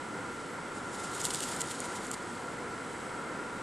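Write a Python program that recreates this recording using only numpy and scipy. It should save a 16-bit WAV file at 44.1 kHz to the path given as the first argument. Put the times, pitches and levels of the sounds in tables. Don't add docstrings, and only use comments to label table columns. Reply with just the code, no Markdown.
import sys
import numpy as np
from scipy import signal
from scipy.fft import rfft, irfft, next_fast_len
from scipy.io import wavfile
from scipy.ndimage import uniform_filter1d, map_coordinates

SR = 44100
rng = np.random.default_rng(int(sys.argv[2]) if len(sys.argv) > 2 else 0)


def elevation(decibels):
    levels = np.asarray(decibels, float)
    return 10 ** (levels / 20)


def transcribe(signal):
    frames = np.atleast_2d(signal).T
    limited = np.clip(frames, -1, 1)
    pcm = np.round(limited * 32767).astype(np.int16)
    wavfile.write(sys.argv[1], SR, pcm)


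N = 159642


def unit(x):
    return x / np.sqrt(np.mean(x ** 2) + 1e-20)


def along(points, hz):
    point_hz, value = np.transpose(points)
    return np.interp(np.log(hz + 1), np.log(point_hz + 1), value)


def wobble(rate):
    knots = rng.standard_normal(int(N * rate / SR) + 4)
    return map_coordinates(knots, [np.arange(N) * rate / SR])


def filtered(x, response):
    m = next_fast_len(N + 8192)
    hz = np.fft.rfftfreq(m, 1 / SR)
    return irfft(rfft(x, m) * response(hz), m)[..., :N]


# frequency in Hz, left-right likeness (1 = the same).
LIKENESS = [(40, 0.94), (150, 0.99), (400, 0.83), (1150, 0.81), (1380, 0.93), (1700, 0.75), (4000, 0.57)]


def wide(spectrum_db):
    def mid_side(hz):
        angle = np.arccos(np.clip(along(LIKENESS, hz), -1, 1)) / 2
        return elevation(spectrum_db(hz)) * [np.cos(angle), np.sin(angle)]

    mid, side = filtered(rng.standard_normal((2, N)), mid_side)
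    return unit(np.array([mid + side, mid - side]))


# frequency in Hz, density in dB per Hz.
TRAFFIC_COLOUR = [(12, -45), (20, -11), (43, -20), (112, -6.5), (282, -0.5), (629, -5.5), (1290, -7),
                  (1370, -5.5), (2700, -22.5), (3510, -38), (5940, -120)]
# centre in Hz, width in Hz, lift in dB.
DRONE_HUMPS = [(494, 43, 2.5), (640, 77, -4.5), (964, 55, 5), (1143, 90, -2.5), (1380, 107, 5),
               (2097, 300, 6.5)]
# frequency in Hz, left over right in dB.
DRONE_LEAN = [(60, 1), (130, -.7), (350, -1.5), (500, 0)]


def traffic():
    def colour_db(hz):
        humps = sum(db / (1 + ((hz - centre) / width * 2) ** 2) for centre, width, db in DRONE_HUMPS)
        return along(TRAFFIC_COLOUR, hz) + humps

    level_db = -39.5 + 0.13 * wobble(1.42) + 0.85 * wobble(7.62)
    drone = filtered(wide(colour_db), lambda hz: elevation(along(DRONE_LEAN, hz) * [[0.5], [-0.5]]))
    return elevation(level_db) * drone


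MACHINE_HZ = [495, 1227, 1355, 1402]
MACHINE_DB = [-60.5, -63.5, -56, -55.5]


def hum():
    t = np.arange(N) / SR
    tones = 0
    for hz, db in zip(MACHINE_HZ, MACHINE_DB):
        level = np.sqrt(2) * elevation(db + 2.9 * wobble(8.1))
        tones = tones + level * np.sin(2 * np.pi * hz * t + 1.0 * wobble(11))
    return tones


# frequency in Hz, density in dB per Hz.
HISS_COLOUR = [(1530, -19.5), (2600, -2), (3410, -2), (6370, -5.5), (8080, -3), (8700, -6.5), (11400, -11),
               (13300, -34)]


def hiss():
    return elevation(-53) * wide(lambda hz: along(HISS_COLOUR, hz))


# multiple of the turning rate, level in dB rms.
STRONG_LINES = [(51, -74), (52, -70), (56, -72), (126, -78), (128, -73), (133, -67), (134, -71), (135, -73),
                (136, -76), (139, -75), (141, -76), (142, -75), (143, -75), (175, -78)]
# frequency in Hz, level in dB rms.
FAINT_LINES = [(2000, -105), (3000, -82.5), (6500, -85), (8000, -75.5), (9500, -82), (11300, -82.5),
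               (12500, -82)]


def motor():
    turns_hz, spread_db = 58.41, 1.5
    t = np.arange(N) / SR
    order = np.arange(35, 220)
    level_db = along(FAINT_LINES, order * turns_hz) + spread_db * rng.standard_normal(len(order))
    for multiple, db in STRONG_LINES:
        level_db[order == round(multiple)] = db
    u = np.arange(4096) / 4096
    phase = order[:, None] * u + rng.random((len(order), 1))
    one_turn = elevation(level_db) @ np.sin(2 * np.pi * phase)
    position = (turns_hz * t + 0.00075 * wobble(5)) % 1
    lines = np.sqrt(2) * map_coordinates(one_turn, [position * len(u)], mode="grid-wrap")
    return lines * elevation(1.2 * wobble(3.4))


# frequency in Hz, density in dB per Hz.
FEATHER_COLOUR = [(1470, -19.5), (2500, -12), (2950, -7), (6350, -7.5), (6900, -1.5), (8740, -3),
                  (10500, -10.5), (13300, -21.5)]
# start in seconds, peak in dB, dull knock relative to it in dB, ring in Hz.
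QUILL_CLACKS = [(1.214, -21.5, -19, 6820), (1.2384, -30, -18, 7350), (1.2436, -24, -16, 8530),
                (1.2514, -15.5, -13, 7500), (1.2584, -25, -16, 7330), (1.2845, -28, -17, 6850),
                (1.3044, -29, -2, 8260), (1.3084, -27, -11, 8800), (1.3364, -22, -23, 8300),
                (1.3451, -19, -10, 7620), (1.356, -24, -11, 8650), (1.4037, -23.5, -10, 8460),
                (1.4301, -34, -4, 7120), (1.436, -27, -7, 7250), (1.483, -36, -15, 8350),
                (1.4914, -38, -12.5, 7250), (1.517, -36, -14.5, 8650), (1.5628, -28, -20, 8700),
                (1.606, -21, -18, 7240), (1.6084, -31, -15, 8600), (1.6151, -18.5, -12.5, 7600),
                (1.705, -30.5, -15, 7250), (1.7104, -32, -2.5, 7440), (1.715, -32, -16, 7600),
                (1.802, -21.5, -26, 8760), (2.053, -47, -13.5, 8700), (2.0662, -29.5, -23, 8000),
                (2.1128, -22, -15, 7370), (2.137, -36, -25, 7370), (2.1444, -38, -21, 7600)]


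def clacks():
    rise_s, hold_s, fall_s = 0.00085, 0.0022, 0.0014
    t = np.arange(SR // 100) / SR
    rise = 1 - np.exp(-(t / rise_s) ** 2)
    fall = 1 + np.exp(np.minimum((t - hold_s - rise_s) / fall_s * 2, 50))
    shape = rise / fall
    noise = rng.standard_normal((len(QUILL_CLACKS), 3, len(t)))
    energy = np.sum((noise * shape) ** 2, axis=2, keepdims=True)
    noise = noise / np.sqrt(energy / np.sum(shape ** 2))
    bright, dull, ring = np.zeros((3, N))
    for (s, db, low_db, hz), (scrape, knock, drift) in zip(QUILL_CLACKS, noise):
        at = slice(round(s * SR), round(s * SR) + len(t))
        bright[at] += elevation(db) * shape * scrape
        dull[at] += elevation(db + low_db + 9.5) * shape * knock
        ring[at] += elevation(db - 2) * shape * np.sin(2 * np.pi * hz * t + 0.11 * np.cumsum(drift))

    def bright_response(hz):
        return elevation(along(FEATHER_COLOUR, hz) + 8.5) / (1 + (5500 / (hz + 1)) ** 8)

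    def dull_response(hz):
        return elevation(along(FEATHER_COLOUR, hz) + 10.5) / (1 + (hz / 6000) ** 8)

    return elevation(-7) * (ring + filtered(bright, bright_response) + filtered(dull, dull_response))


# time in seconds, level of the steady rustle in dB.
SHAKE_EFFORT = [(.68, -77), (.77, -63), (.85, -60), (.93, -52), (1.0, -50.5), (1.25, -44.5), (1.5, -44),
                (1.7, -47), (2.1, -51), (2.18, -56), (2.5, -59.5), (3.1, -82)]
SWING_MIDDLE_S = [.772, .948, .998, 1.046, 1.112, 1.152, 1.204, 1.252, 1.308, 1.348, 1.432, 1.489, 1.524,
                  1.61, 1.712, 1.855, 1.963, 2.052, 2.14]
# level in dB, half length in seconds.
SWING_SHAPES = [(-52, 0.021), (-46.5, .013), (-45.5, .011), (-44.5, 0.013), (-50, 0.009), (-42, 0.012),
                (-41, 0.0059), (-35.5, .013), (-38, .006), (-38, .012), (-36.5, 0.011), (-43.5, 0.0077),
                (-42, .01), (-39, 0.0094), (-43, .008), (-43.5, .012), (-46, 0.0092), (-48, 0.014),
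                (-40.5, 0.0074)]


def rustle():
    ticks_per_s, tick_spread_db, brush_share = 5000, 4, 0.71
    t = np.arange(N) / SR
    s, level_db = np.transpose(SHAKE_EFFORT)
    bed = elevation(np.interp(t, s, level_db, -120, -120) + 0.7 * wobble(60))
    swing_power = 0
    for middle, (db, half) in zip(SWING_MIDDLE_S, SWING_SHAPES):
        swing_power = swing_power + elevation(db) ** 2 * np.exp(-((t - middle) / half) ** 2)
    swing = np.sqrt(swing_power)

    hit = rng.random((2, N)) < ticks_per_s / SR
    sign = np.sign(rng.standard_normal((2, N)))
    size = np.minimum(rng.exponential(size=(2, N)), 3.5)
    ticks = unit(hit * sign * elevation(tick_spread_db * size))
    brushing = rng.standard_normal((2, N))
    contact = np.sqrt(brush_share) * brushing + np.sqrt(1 - brush_share) * ticks

    low_db = np.array([[2.5], [-1.5]])

    def colour(hz):
        return elevation(along(FEATHER_COLOUR, hz) + low_db / (1 + (hz / 5400) ** 8))

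    bed_noise, swing_noise = unit(filtered(contact, colour))
    return (bed_noise * bed + swing_noise * swing) * elevation(1.3 * wobble(170))


def scene():
    return traffic() + hum() + hiss() + motor() + clacks() + rustle()


def strong(z, floor_db):
    power = np.abs(z) ** 2
    return power > elevation(floor_db) ** 2 * uniform_filter1d(power, size=16, axis=0)


# frequency in Hz, margin in units of chance.
MID_MARGIN = [(2380, 9), (2440, 3.9), (2600, 3.9), (2660, 5.5), (10500, 5.5), (11350, 3), (11450, -.6),
              (12400, -1.8), (13100, -5), (13200, -20)]
# frequency in Hz, margin in units of chance.
SIDE_MARGIN = [(100, 0), (300, 3), (1500, 2), (2000, 1), (2700, 2.5), (3900, -.5), (4100, -3), (14000, -5)]
# frequency in Hz, dB against neighbours.
MID_FLOOR = [(3000, -18.5), (9500, -5), (10600, 3), (11300, 2), (11600, 2.5)]


def starved(x):
    starve_per_db, recover_s, band_hz = 0.3, 0.55, 130
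    mid_side = [x[0] + x[1], x[0] - x[1]]
    hz, t, (mid, side) = signal.stft(mid_side, SR, window="cosine", nperseg=2048, boundary="zeros")
    treble_db = 10 * np.log10(np.sum(np.abs(mid[hz > 3000]) ** 2, axis=0) + 1e-12)
    busy_db = np.maximum(treble_db - np.median(treble_db), 0)
    hold = np.exp(-t[1] / recover_s)
    lasting_db = signal.lfilter([1 - hold], [1, -hold], busy_db)
    shortage = starve_per_db * (0.55 * busy_db + lasting_db)

    chance = unit(uniform_filter1d(rng.standard_normal((2, len(hz), len(t))), size=3, axis=2))
    chance = chance[:, (hz // band_hz).astype(int)]
    lift = np.where(hz[:, None] > 11000, 0.48 * starve_per_db * busy_db, -0.17 * busy_db)
    mid_kept = along(MID_MARGIN, hz)[:, None] + lift + chance[0] > 0
    side_kept = along(SIDE_MARGIN, hz)[:, None] - shortage + chance[1] > 0
    mid = mid * mid_kept * strong(mid, along(MID_FLOOR, hz)[:, None] - 0.69 * busy_db)
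    side = side * side_kept * strong(side, -0.5)
    left_right = np.array([mid + side, mid - side]) / 2
    return signal.istft(left_right, SR, window="cosine", nperseg=2048)[1][:, :N]


def low_pass(x):
    return signal.sosfilt(signal.butter(12, 13100, fs=SR, output="sos"), x)


def record(dry):
    return low_pass(starved(dry))


dry = scene()
out = record(dry)
transcribe(out)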